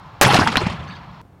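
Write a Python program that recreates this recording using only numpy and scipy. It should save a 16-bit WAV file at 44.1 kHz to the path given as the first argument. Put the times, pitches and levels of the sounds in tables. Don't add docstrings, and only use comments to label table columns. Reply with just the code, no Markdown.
import sys
import numpy as np
from scipy import signal
from scipy.io import wavfile

SR = 44100
rng = np.random.default_rng(int(sys.argv[2]) if len(sys.argv) > 2 else 0)


def file_out(sig):
    cols = np.atleast_2d(sig).T
    lim = np.clip(cols, -1, 1)
    pcm = np.round(lim * 32767).astype(np.int16)
    wavfile.write(sys.argv[1], SR, pcm)


N = 61739
TIME = np.arange(N) / SR
SHOT_S, DROP_S = .2125, 1.215


def from_db(db):
    return 10 ** (np.asarray(db) / 20)


def unit_rms(x):
    return x / np.sqrt(np.mean(x ** 2) + 1e-20)


def at_hz(points, hz):
    freqs, values = np.transpose(points)
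    return np.interp(np.log(hz), np.log(freqs), values)


def filtered(x, hz, kind, order=2):
    sections = signal.butter(order, np.clip(hz, 10, .45 * SR), kind, fs=SR, output="sos")
    return signal.sosfilt(sections, x + 1e-18)


def drift(rate_hz):
    return unit_rms(filtered(rng.standard_normal(2 * N), rate_hz, "low")[N:])


def envelope(start, rise, t60, hold=0):
    age = TIME - start
    return np.clip(age / rise, 0, 1) * from_db(-60 * np.maximum(age - rise - hold, 0) / t60)


def noise(spectrum, flutter_db=0, shape=lambda hz: 1):
    edges = np.geomspace(22, 17500, 30)
    white, common = rng.standard_normal((2, N + 8192)), drift(45)
    out, power = 0, 0
    for k, (low, high) in enumerate(zip(edges, edges[1:])):
        hz = np.sqrt(low * high)
        band = filtered(white[k % 2], [low, high], "band")[-N:]
        if flutter_db:
            band = band * from_db(flutter_db * (.7 * common + 1.2 * drift(27)))
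        gain = from_db(at_hz(spectrum, hz)) * np.sqrt(high - low)
        out = out + gain * unit_rms(band) * shape(hz)
        power += gain ** 2
    return out / np.sqrt(power)


# f/Hz, relative density level/dB
AIR_SPECTRUM = [(30, -12), (100, 1), (170, 2), (260, -14.5), (500, -16), (1000, -4.5), (1700, -19),
                (4300, -27.5), (5800, -37.5), (7200, -51.5), (15000, -51)]
CALM_SPECTRUM = [(30, -11.5), (100, 0.5), (160, -5.5), (370, -15), (550, -16.5), (900, -18), (1700, -30.5),
                 (5500, -46), (15000, -51)]
def background(spectrum, level_db):
    return from_db(level_db) * noise(spectrum, flutter_db=.5)


# f/Hz, relative density level/dB
FAR_SPECTRUM = [(300, -18), (1000, 18.5), (2500, 9.5), (4500, 2.5), (8000, -37), (16000, -34)]
def far_return():
    return from_db(-39.5) * noise(FAR_SPECTRUM, flutter_db=3.5) * envelope(.851, rise=.047, t60=.89)


# f/Hz, relative density level/dB
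ROLL_SPECTRUM = [(30, -34), (65, -4), (160, 0.5), (260, -15), (520, -16.5), (950, -15.5), (1700, -20),
                 (2600, -18), (5500, -36.5), (8000, -50), (15000, -74.5)]
# f/Hz, T60/s
ROLL_DECAY = [(50, 1.2), (150, 1.42), (500, 1.03), (3000, 0.71), (12000, 0.42)]
def roll():
    def swell(hz):
        return envelope(SHOT_S + .19, rise=.28, t60=at_hz(ROLL_DECAY, hz))
    return from_db(-26) * noise(ROLL_SPECTRUM, flutter_db=2, shape=swell)


# t/s, level/dB, f/Hz, T60/s
BOOMS = [(.256, -11, 129.8, .26), (0.387, -14, 199, 0.12), (0.475, -18, 230, 0.15), (.572, -16, 250, 0.05),
         (0.565, -16.5, 55.6, 0.048), (.614, -16, 361, 0.059), (.634, -15, 98, 0.057),
         (.665, -7, 172, 0.043), (0.811, -37, 85.5, 0.24), (0.823, -28.5, 147.6, 0.26),
         (0.889, -29.5, 178, 0.22)]
def booms():
    return sum(from_db(db) * np.sin(2 * np.pi * hz * (TIME - t)) * envelope(t, rise=.004, t60=t60)
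               for t, db, hz, t60 in BOOMS)


# f/Hz, relative density level/dB
CRACK_SPECTRUM = [(100, -3), (1000, 3), (4300, 2.5), (6500, -14), (16000, -24)]
SCATTER_SPECTRUM = [(40, -9.5), (200, -8), (900, 7), (2000, 1), (4500, -2), (7000, -11), (11500, -16),
                    (16000, -49)]
# level/dB, rise/s, T60/s, cutoff f/Hz
SLAPS = [(.243, -5, 1850, -26, -8.5, .008, 0.098, 5000), (0.268, -5, 1010, -14, -13, .002, 0.059, 5000),
         (.305, -21, 1200, -36, -26, 0.0084, 0.16, 9000),
         (0.3333, -7.5, 420, -16, -16.5, 0.0017, .07, 5000), (.3437, -6, 2640, -2, -13, .001, 0.17, 8100),
         (0.3887, -3.5, 294, -13, -23, 0.0026, 0.044, 5000),
         (.3945, 1.5, 1070, -21.5, -32, .002, 0.088, 4040),
         (.4735, -1.5, 1384, -10, -10.5, 0.0035, 0.052, 4000),
         (.510, -36, 1750, -36, -26, .010, 0.12, 9000),
         (0.5563, 0.5, 1510, -16.5, -16.5, 0.0012, 0.1, 2500),
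         (.5703, -2.5, 1870, -4, -18, 0.00082, 0.17, 3000), (.606, -20, 694, -23, -15, 0.0086, 0.12, 1500),
         (.658, -18, 1510, -36, -21, 0.0058, 0.091, 3000),
         (.692, -42, 1200, -42, -30.5, 0.0074, 0.14, 5000),
         (.716, -42, 1080, -42, -31.5, 0.0097, .10, 2500), (.824, -33, 1020, -47, -38, 0.011, 0.19, 2000)]
def slaps():
    scatter, snap = noise(SCATTER_SPECTRUM, flutter_db=3.5), noise(CRACK_SPECTRUM)
    out, attack_s, ring_cycles = 0, .00051, 7.5
    for k, (t, ring_db, hz, crack_db, scatter_db, rise, t60, cutoff_hz) in enumerate(SLAPS):
        shift = k * N // len(SLAPS)
        tone = np.sin(2 * np.pi * hz * (TIME - t))
        ring = from_db(ring_db) * tone * envelope(t, attack_s, t60=ring_cycles / hz)
        crack = from_db(crack_db) * np.roll(snap, shift) * envelope(t, attack_s, t60=.0077)
        dulled = filtered(np.roll(scatter, shift), cutoff_hz, "low", order=1)
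        puff = from_db(scatter_db) * dulled * envelope(t, rise, t60)
        out = out + ring + crack + puff
    return out


# f/Hz, relative density level/dB
ROAR_SPECTRUM = [(25, -22.5), (60, -16.5), (100, 0.5), (170, 2.5), (280, -2.5), (500, -8.5), (850, -3.5),
                 (1200, -3), (1700, -10), (3700, -16), (5500, -22), (7500, -31.5), (11000, -25),
                 (15000, -52)]
# f/Hz, T60/s
ROAR_DECAY = [(50, 1), (200, 0.77), (1000, 0.72), (4000, 0.81), (14000, 0.16)]
def ground_roar():
    def decay(hz):
        return envelope(SHOT_S, rise=.0047, hold=.16, t60=at_hz(ROAR_DECAY, hz))
    return from_db(-13.5) * noise(ROAR_SPECTRUM, flutter_db=3.5, shape=decay)


# f/Hz, relative level/dB
FITTING_MODES = [(1690, 6), (2140, -0.5), (3250, 1.5), (3480, -1.5), (3750, -1), (4290, -3.5), (4560, 2.5),
                 (4850, -10), (6170, -10), (8100, -18)]
def jingle():
    start_s, length_s, touches_per_s, t60, level_db = .875, .10, 38, .046, -40
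    shaking = (TIME > start_s) * (TIME < start_s + length_s)
    radius = from_db(-60 / (t60 * SR))
    out = 0
    for hz, db in FITTING_MODES:
        touches = shaking * (rng.random(N) < touches_per_s / SR) * rng.uniform(.4, 1, N)
        angle = 2 * np.pi * hz / SR
        poles = [1, -2 * radius * np.cos(angle), radius ** 2]
        out = out + from_db(level_db + db) * signal.lfilter([0, np.sin(angle)], poles, touches + 1e-18)
    return out


# t/s, level/dB, f/Hz, T60/s
CLANGS = [(.215, 7, 573.6, 0.054), (.285, -6.5, 821, .09), (.342, -19, 1180, 0.06),
          (.464, -7.5, 913, 0.063), (0.57, -20.5, 4150, 0.099), (.572, -26, 3950, 0.033),
          (0.577, -26, 4410, 0.051), (0.572, -15, 1025, 0.06), (.778, -35, 1345, 0.08)]
def clangs():
    out, upper_gain, beat_hz = 0, .15, 45
    for t, db, hz, t60 in CLANGS:
        turn = 2 * np.pi * (TIME - t)
        pair = np.sin(turn * hz) + upper_gain * np.sin(turn * (hz + beat_hz))
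        out = out + from_db(db) * pair / (1 + upper_gain) * envelope(t, rise=.007, t60=t60)
    return out


# f/Hz, bandwidth/Hz, relative level/dB
STEEL_MODES = [(794, 50, -0.5), (980, 50, -5.5), (1170, 55, -19.5), (1700, 170, -12.5), (1990, 70, -8.5),
               (2724, 160, -3.5), (3170, 120, -14), (4260, 300, -12.5)]
def steel_ring():
    modes = 0
    for hz, width, db in STEEL_MODES:
        band = filtered(rng.standard_normal(N), [hz - width / 2, hz + width / 2], "band", order=1)
        modes = modes + from_db(db) * unit_rms(band)
    return from_db(-23.5) * unit_rms(modes) * envelope(SHOT_S, rise=.097, t60=1)


# f/Hz, relative density level/dB
GAS_SPECTRUM = [(30, -18), (150, -1.5), (550, 2.5), (1500, 2.5), (3000, -4), (7000, -13), (16000, -23.5)]
def muzzle_blast():
    shock_db, shock_s = 4.5, .00072
    gas_db, hold_s, fall_db_per_s = 10, .016, 1700
    age = TIME - SHOT_S
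    shock = from_db(shock_db) * (2 * age / shock_s - 1) * (age < shock_s)
    gas = from_db(gas_db - fall_db_per_s * np.maximum(age - hold_s, 0)) * noise(GAS_SPECTRUM)
    return (age >= 0) * (shock + gas)


def scene():
    returns = far_return() + roll() + booms() + slaps() + ground_roar()
    returns = filtered(returns, 12000, "low", order=4)
    gun = jingle() + clangs() + steel_ring() + muzzle_blast()
    field = background(AIR_SPECTRUM, level_db=-40.5) + returns + gun
    calm = background(CALM_SPECTRUM, level_db=-46.5)
    return np.where(TIME < DROP_S, field, calm)[None]


def record(dry):
    ceiling, limit_db, response_s, cutoff_hz = .78, -9.5, .0025, 15900
    clipped = np.clip(dry, -ceiling, ceiling)
    memory = np.exp(-1 / (response_s * SR))
    running_rms = np.sqrt(signal.lfilter([1 - memory], [1, -memory], clipped ** 2) + 1e-12)
    limited = clipped * np.minimum(1, from_db(limit_db) / running_rms)
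    return signal.sosfilt(signal.ellip(10, .1, 80, cutoff_hz, fs=SR, output="sos"), limited)


dry = scene()
out = record(dry)
file_out(out)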